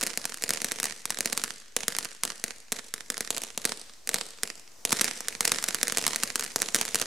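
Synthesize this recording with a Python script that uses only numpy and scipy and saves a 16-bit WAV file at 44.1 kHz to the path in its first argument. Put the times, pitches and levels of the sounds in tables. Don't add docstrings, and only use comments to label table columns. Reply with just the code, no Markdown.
import sys
import numpy as np
from scipy import signal
from scipy.fft import rfft, irfft, next_fast_len
from scipy.io import wavfile
from scipy.ndimage import map_coordinates

SR = 44100
rng = np.random.default_rng(int(sys.argv[2]) if len(sys.argv) > 2 else 0)


def to_wav(s):
    ch = np.atleast_2d(s).T
    pcm = np.round(np.clip(ch, -1, 1) * 32767)
    wavfile.write(sys.argv[1], SR, pcm.astype(np.int16))


N = 311333

# t/s, relative level/dB, ground bounce lag/ms (grows with height), bass push over the level/dB
STAR_POPS = [(.0114, -16.5, .74, -2), (.0285, -13.5, .3, 7), (.032, -14.5, 0.55, 9), (0.0359, -10, 0.43, 0),
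             (.066, -13.5, 0.42, 2), (.0713, -13.5, 0.47, 0), (0.1747, -10.5, 0.43, -1),
             (.254, -11, 1.22, 3), (0.299, -25, .4, -4), (0.3431, -18, 0.62, -5), (.373, -24.5, 0.75, -5),
             (.4233, -16, .5, -4), (.432, -26, 0.41, -9), (0.4382, -9.5, .4, 1.5),
             (0.4923, -11.5, 0.52, -1), (.506, -7, 0.6, -2), (0.5362, -12, .36, 1), (0.6179, -12.5, .46, 3),
             (.6452, -8.5, .5, 1), (.719, -10, .5, 4), (.8005, -11.5, .53, -2), (0.8304, -12, 0.75, 1),
             (.842, -11, 0.45, -1), (0.854, -19, 0.47, -5), (0.8556, -12, 1.03, -8), (1.0549, -13, .86, 0),
             (1.1046, -9.5, 1.08, 1), (1.1876, -15, .27, 5), (1.2067, -10, 0.45, -1), (1.258, -8, 0.44, 3),
             (1.329, -9.5, .44, 2), (1.376, -9, 0.84, -2), (1.4383, -9, 0.71, 1), (1.765, -8, .3, 2),
             (1.767, -10.5, 0.55, 1), (1.8816, -7, 0.57, 3.5), (1.966, -16.5, 0.47, -3),
             (1.9863, -9, 0.95, 0), (2.048, -17.5, 0.43, 0), (2.2353, -7, 0.88, -5), (2.252, -14, .26, -1),
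             (2.44, -9.5, 0.47, 2.5), (2.7206, -10.5, .3, 1.5), (2.725, -11, .5, -1),
             (2.9395, -12.5, .6, -1), (3.102, -10, 0.56, 2.5), (3.121, -26, 0.24, 4),
             (3.1794, -16, 0.19, -1), (3.207, -11, .49, 5), (3.3054, -7.5, 0.28, 1.5),
             (3.366, -16.5, 0.42, -4), (3.3807, -16, 0.27, -7), (3.4187, -19, .36, -3),
             (3.4364, -15.5, 0.31, -1), (3.5766, -11, 0.3, 0.5), (3.6527, -4.5, 0.48, 2.5),
             (3.659, -21, 1.1, 5), (4.074, -15, 0.45, -7), (4.0918, -7.5, 0.51, -6), (4.1433, -5, .5, 0.5),
             (4.4334, -9, 0.55, 1), (4.8517, -6.5, 0.35, -1), (4.9071, -16, .21, 3), (4.922, -8, .93, -4),
             (4.9275, -4, 0.83, 11), (4.9716, -21, 0.48, -2), (5.0114, -5, .67, 1), (5.0151, -6.5, 0.5, -3),
             (5.044, -7, 0.44, -3), (5.2064, -17, .16, -3), (5.284, -10, 0.56, -11), (5.4075, -5, .93, 1.5),
             (5.4521, -10.5, 1.13, 0), (5.4528, -7.5, 0.43, -9), (5.478, -7.5, .39, -7),
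             (5.5184, -4, 0.8, 0.5), (5.6263, -17.5, 0.91, 3), (5.6403, -9, 1.43, -11),
             (5.6857, -9.5, 0.52, -1), (5.689, -15.5, 0.38, -6), (5.746, -8.5, 0.65, 0),
             (5.8305, -5, 0.52, -2.5), (5.8813, -10.5, 0.47, -2), (5.9227, -11.5, 0.63, 5),
             (5.9723, -5.5, 0.46, 0), (5.9837, -9, .28, 2), (6.025, -22, .14, 12), (6.066, -5, 0.98, 0),
             (6.079, -8.5, .23, 0), (6.1601, -9, .48, -7), (6.2346, -6.5, 0.71, 0), (6.357, -7.5, 0.7, -2),
             (6.3955, -11.5, 0.78, -17), (6.4091, -18, 0.7, -9), (6.4374, -17.5, 0.4, -11),
             (6.4419, -18.5, 0.71, -14), (6.449, -23, 0.66, -3), (6.5604, -6.5, .18, 4.5),
             (6.5901, -24, .17, -19), (6.615, -22, 0.14, -1), (6.619, -6, .5, -5), (6.7462, -3.5, 0.53, 0),
             (6.7549, -10.5, .56, 2), (6.7617, -10, 0.62, 4), (6.8124, -9, 0.9, 1), (6.8523, -17, .42, -6),
             (6.8592, -22, .27, -4), (6.8881, -21.5, 0.48, 4), (6.9456, -7, 0.41, 3), (6.9563, -7, 0.7, 2),
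             (6.9994, -19, 0.75, -9), (7.0161, -9, .32, 2)]
# f/Hz, relative level/dB
BLAST_COLOUR = [(30, -29.5), (110, -14), (200, -5.5), (500, -1.5), (900, -2.5), (1800, 0), (3300, -5),
                (5500, 0.5), (8500, 1), (11000, -2.5), (14000, -11.5), (15800, -18), (17000, -36.5)]
# f/Hz, left over right/dB
STRAIGHT_LEAN = [(200, 2.5), (600, -.5), (1500, -3), (5000, -0.5), (12000, -1)]
WALL_LAGS = [.3, 2.1, 21.9, 41.1, 52, 63.5, 67.7, 121.6, 143, 162.5, 185.4, 243.3, 284.3]
# left slap level/dB, right slap level/dB, smear level/dB, smear t60/ms, centre f/Hz
WALL_ANSWERS = [(-58, -60, -12.5, 30, 5500), (-23, -14, -12, 29, 2700), (-20.5, -18.5, -22, 32, 1860),
                (-18.5, -14, -13.5, 17, 2830), (-43, -24, -42, 42, 8900), (-40, -26, -20, 77, 2800),
                (-18.5, -4.5, -14.5, 37, 2150), (-47, -24, -21.5, 16, 6300), (-47, -38, -22, 23, 7700),
                (-28.5, -20.5, -22.5, 19, 6800), (-38, -31, -38, 24, 5500), (-29, -27, -26, 19, 2700),
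                (-35, -25, -31.5, 16, 3800)]
# f/Hz, t60/s
TAIL_DECAY = [(100, 0.4), (300, 0.52), (800, 0.43), (2000, 1.31), (6000, 1.26), (12000, 0.42),
              (17000, 0.14)]
# f/Hz, relative level/dB
TAIL_COLOUR = [(60, 12), (200, 0), (450, 9), (1000, -2), (2000, -3.5), (3300, -3), (6000, -9), (10000, -4),
               (14000, -6)]
NEAR_LAGS = [4.25, 8.9]
NEAR_LEVELS = [-8, -8.5]
# f/Hz, relative level/dB
JET_COLOUR = [(60, -19.5), (300, -18.5), (1000, -20), (2800, -31), (6000, -18.5), (10000, -27),
              (15000, -34), (17000, -70.5)]
# t/s, level/dB
JET_FLOW = [(0, -54), (2, -61), (4.8, -56), (5.5, -50), (7.06, -53)]
# f/Hz, width/Hz
BAND_SPLITS = [(130, 140), (1300, 2300), (3600, 1200)]

RUMBLE_HZ, TOP_HZ = 300, 16900
ANSWERS = 12
USUAL_DB = -10
BOUNCE_DB, BOUNCE_SCATTER_DB = -2.5, 1.5
SENT_DB, SENT_GROWS = 5, 0.22
ALIKE_BELOW_HZ = 470


def amp(db):
    return 10 ** (np.asarray(db) / 20)


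def along(points, hz):
    f, v = np.transpose(points)
    return np.interp(np.log(hz + 1), np.log(f + 1), v)


def filtered(x, response):
    n = x.shape[-1]
    m = next_fast_len(n + 8192)
    return irfft(rfft(x, m) * response(np.fft.rfftfreq(m, 1 / SR)), m)[..., :n]


def causal(points, size=2048):
    cepstrum = irfft(np.log(amp(along(points, np.fft.rfftfreq(size, 1 / SR)))))
    cepstrum[1:size // 2] *= 2
    cepstrum[size // 2 + 1:] = 0
    pulse = irfft(np.exp(rfft(cepstrum)))[:size // 2]
    return pulse / np.abs(pulse).max()


def spikes(s, gain):
    at = s[:, None] * SR
    near = np.floor(at).astype(int) + np.arange(-7, 9)
    shape = np.sinc(near - at) * np.cos(np.pi * (near - at) / 16) ** 2
    return np.bincount(np.clip(near, 0, N).ravel(), (gain[:, None] * shape).ravel(), N + 1)[:N]


def pair(shape, alike):
    mid, side = rng.standard_normal((2, *shape))
    turn = np.arccos(np.clip(alike, 0, 1)) / 2
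    left = np.cos(turn) * mid + np.sin(turn) * side
    right = np.cos(turn) * mid - np.sin(turn) * side
    return np.array([left, right])


def deep(hz, split_hz=450):
    return 1 / (1 + (hz / split_hz) ** 2)


def with_bounce(s, gain, lag_ms, ground_db):
    return spikes(s, gain) + spikes(s + lag_ms / 1000, gain * amp(ground_db))


def stars():
    s, db, lag, thump_db = np.transpose(STAR_POPS)
    chance = rng.uniform(-1.01, 1, (len(s), 2))
    scatter = rng.standard_normal(len(s))
    bounce_db = BOUNCE_DB + BOUNCE_SCATTER_DB * scatter

    apart_s = 8e-6 * chance[:, 0]
    crack = np.array([with_bounce(s + side * apart_s, amp(db), lag, bounce_db) for side in (1, -1)])
    thump = filtered(with_bounce(s, amp(db + thump_db), lag, bounce_db), deep)
    straight = filtered(crack, lambda hz: 1 - deep(hz)) + thump
    straight = filtered(straight, lambda hz: amp(along(STRAIGHT_LEAN, hz) * [[.5], [-.5]]))

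    pattern = np.arange(len(s)) % ANSWERS
    far_lag = lag * (0.775 + 0.32 * chance[:, 1])
    sent_gain = amp(db + SENT_DB + SENT_GROWS * (db - USUAL_DB))
    echoes = np.zeros((2, N))
    for k in range(ANSWERS):
        sent = with_bounce(s, sent_gain * (pattern == k), far_lag, ground_db=-10.5)
        echoes += signal.oaconvolve(sent[None], yard(), axes=1)[:, :N]
    ringing = yard()[:, SR // 20:][:, :SR // 2]
    echoes[:, :SR // 2] += amp(-1.5) * ringing

    apart = filtered(echoes[0] - echoes[1], lambda hz: 1 / (1 + (hz / ALIKE_BELOW_HZ) ** 4)) * 0.32
    echoes += [-apart, apart]
    return amp(5.5) * signal.oaconvolve(straight + echoes, causal(BLAST_COLOUR)[None], axes=1)[:, :N]


def yard(tail_db=-17, rise_s=0.0094, grain_db=4.0):
    hz, t, z = signal.stft(pair((SR,), alike=0.53), SR, nperseg=256)
    fade_db = along(TAIL_COLOUR, hz)[:, None] - 60 * t / along(TAIL_DECAY, hz)[:, None]
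    tail = signal.istft(z * amp(fade_db), SR, nperseg=256)[1][:, :SR]
    tail *= 1 - np.exp(-np.arange(tail.shape[1]) / SR / rise_s)
    lumps = map_coordinates(rng.standard_normal(SR // 60 + 4), [np.arange(SR) / 60])
    tail *= amp(grain_db * lumps * np.exp(-np.arange(SR) / SR / 0.11))
    answer = amp(tail_db) * tail / np.linalg.norm(tail[0])

    for lag, (left_db, right_db, smear_db, t60, mid_hz) in zip(WALL_LAGS, WALL_ANSWERS):
        burst = wall(lag, left_db, right_db, smear_db, t60, mid_hz, lumps, 0.84 * grain_db)
        varied_ms = lag + min(lag, 2) / 2 * rng.uniform(-.7, .7)
        start = round(varied_ms * SR / 1000)
        answer[:, start:start + burst.shape[1]] += burst
    return answer


def wall(lag, left_db, right_db, smear_db, t60, mid_hz, lumps, grain_db, bass_db=-3.0, bass_hz=1600):
    ms = np.arange(SR // 20) / SR * 1000
    smear = pair(ms.shape, alike=0.86)
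    grain = rng.permutation(lumps[::90]).repeat(45)[:len(ms)]
    smear *= amp(-60 * ms / t60 + grain_db * grain)
    burst = amp(smear_db) * smear / np.linalg.norm(smear[0])
    burst[:, 0] += amp(np.array([left_db, right_db]) + rng.normal(0, 0.49))

    def colour(f):
        band = 1j * f * 3.175 * mid_hz / (mid_hz ** 2 - f * f + 1j * f * 3.46 * mid_hz)
        return band ** 2 + amp(bass_db) / (1 + 1j * f / bass_hz) ** 2

    burst = filtered(burst, colour)
    return filtered(burst, lambda f: amp(-.045 * lag * (f / 10000) ** 2))


def near_surfaces(x):
    def again(hz, low_hz=200, edge_hz=800):
        bass = np.exp(-(hz / edge_hz) ** 2) / (1 + (low_hz / (hz + 1)) ** 4)
        returns = sum(amp(db) * np.exp(-2j * np.pi * hz * lag / 1000)
                      for lag, db in zip(NEAR_LAGS, NEAR_LEVELS))
        return 1 + bass * returns

    return filtered(x, again)


def jet():
    hiss = filtered(pair((N,), alike=0.55), lambda hz: amp(along(JET_COLOUR, hz)))
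    flutter = map_coordinates(rng.standard_normal(N // 2000 + 4), [np.arange(N) / 2000])
    flow_db = np.interp(np.arange(N) / SR, *np.transpose(JET_FLOW))
    return hiss / hiss.std() * amp(flow_db + 1.2 * flutter)


def night():
    air = filtered(pair((N,), alike=0.16), lambda hz: 1 / (1 + (hz / 40) ** 2))
    return amp(-70) * air / air.std()


def scene():
    return near_surfaces(stars()) + jet() + night()


def record(dry):
    def splits(f):
        turn = 1j * f - RUMBLE_HZ
        turn = turn / (1j * f + RUMBLE_HZ)
        for c, w in BAND_SPLITS:
            turn = turn * (c * c - f * f - 1j * f * w) / (c * c - f * f + 1j * f * w)
        return turn

    split = filtered(dry, splits)
    rounded = split / (1 + np.abs(split / .9) ** 4) ** .25
    return filtered(rounded, lambda hz: hz < TOP_HZ) - .0029


dry = scene()
out = record(dry)
to_wav(out)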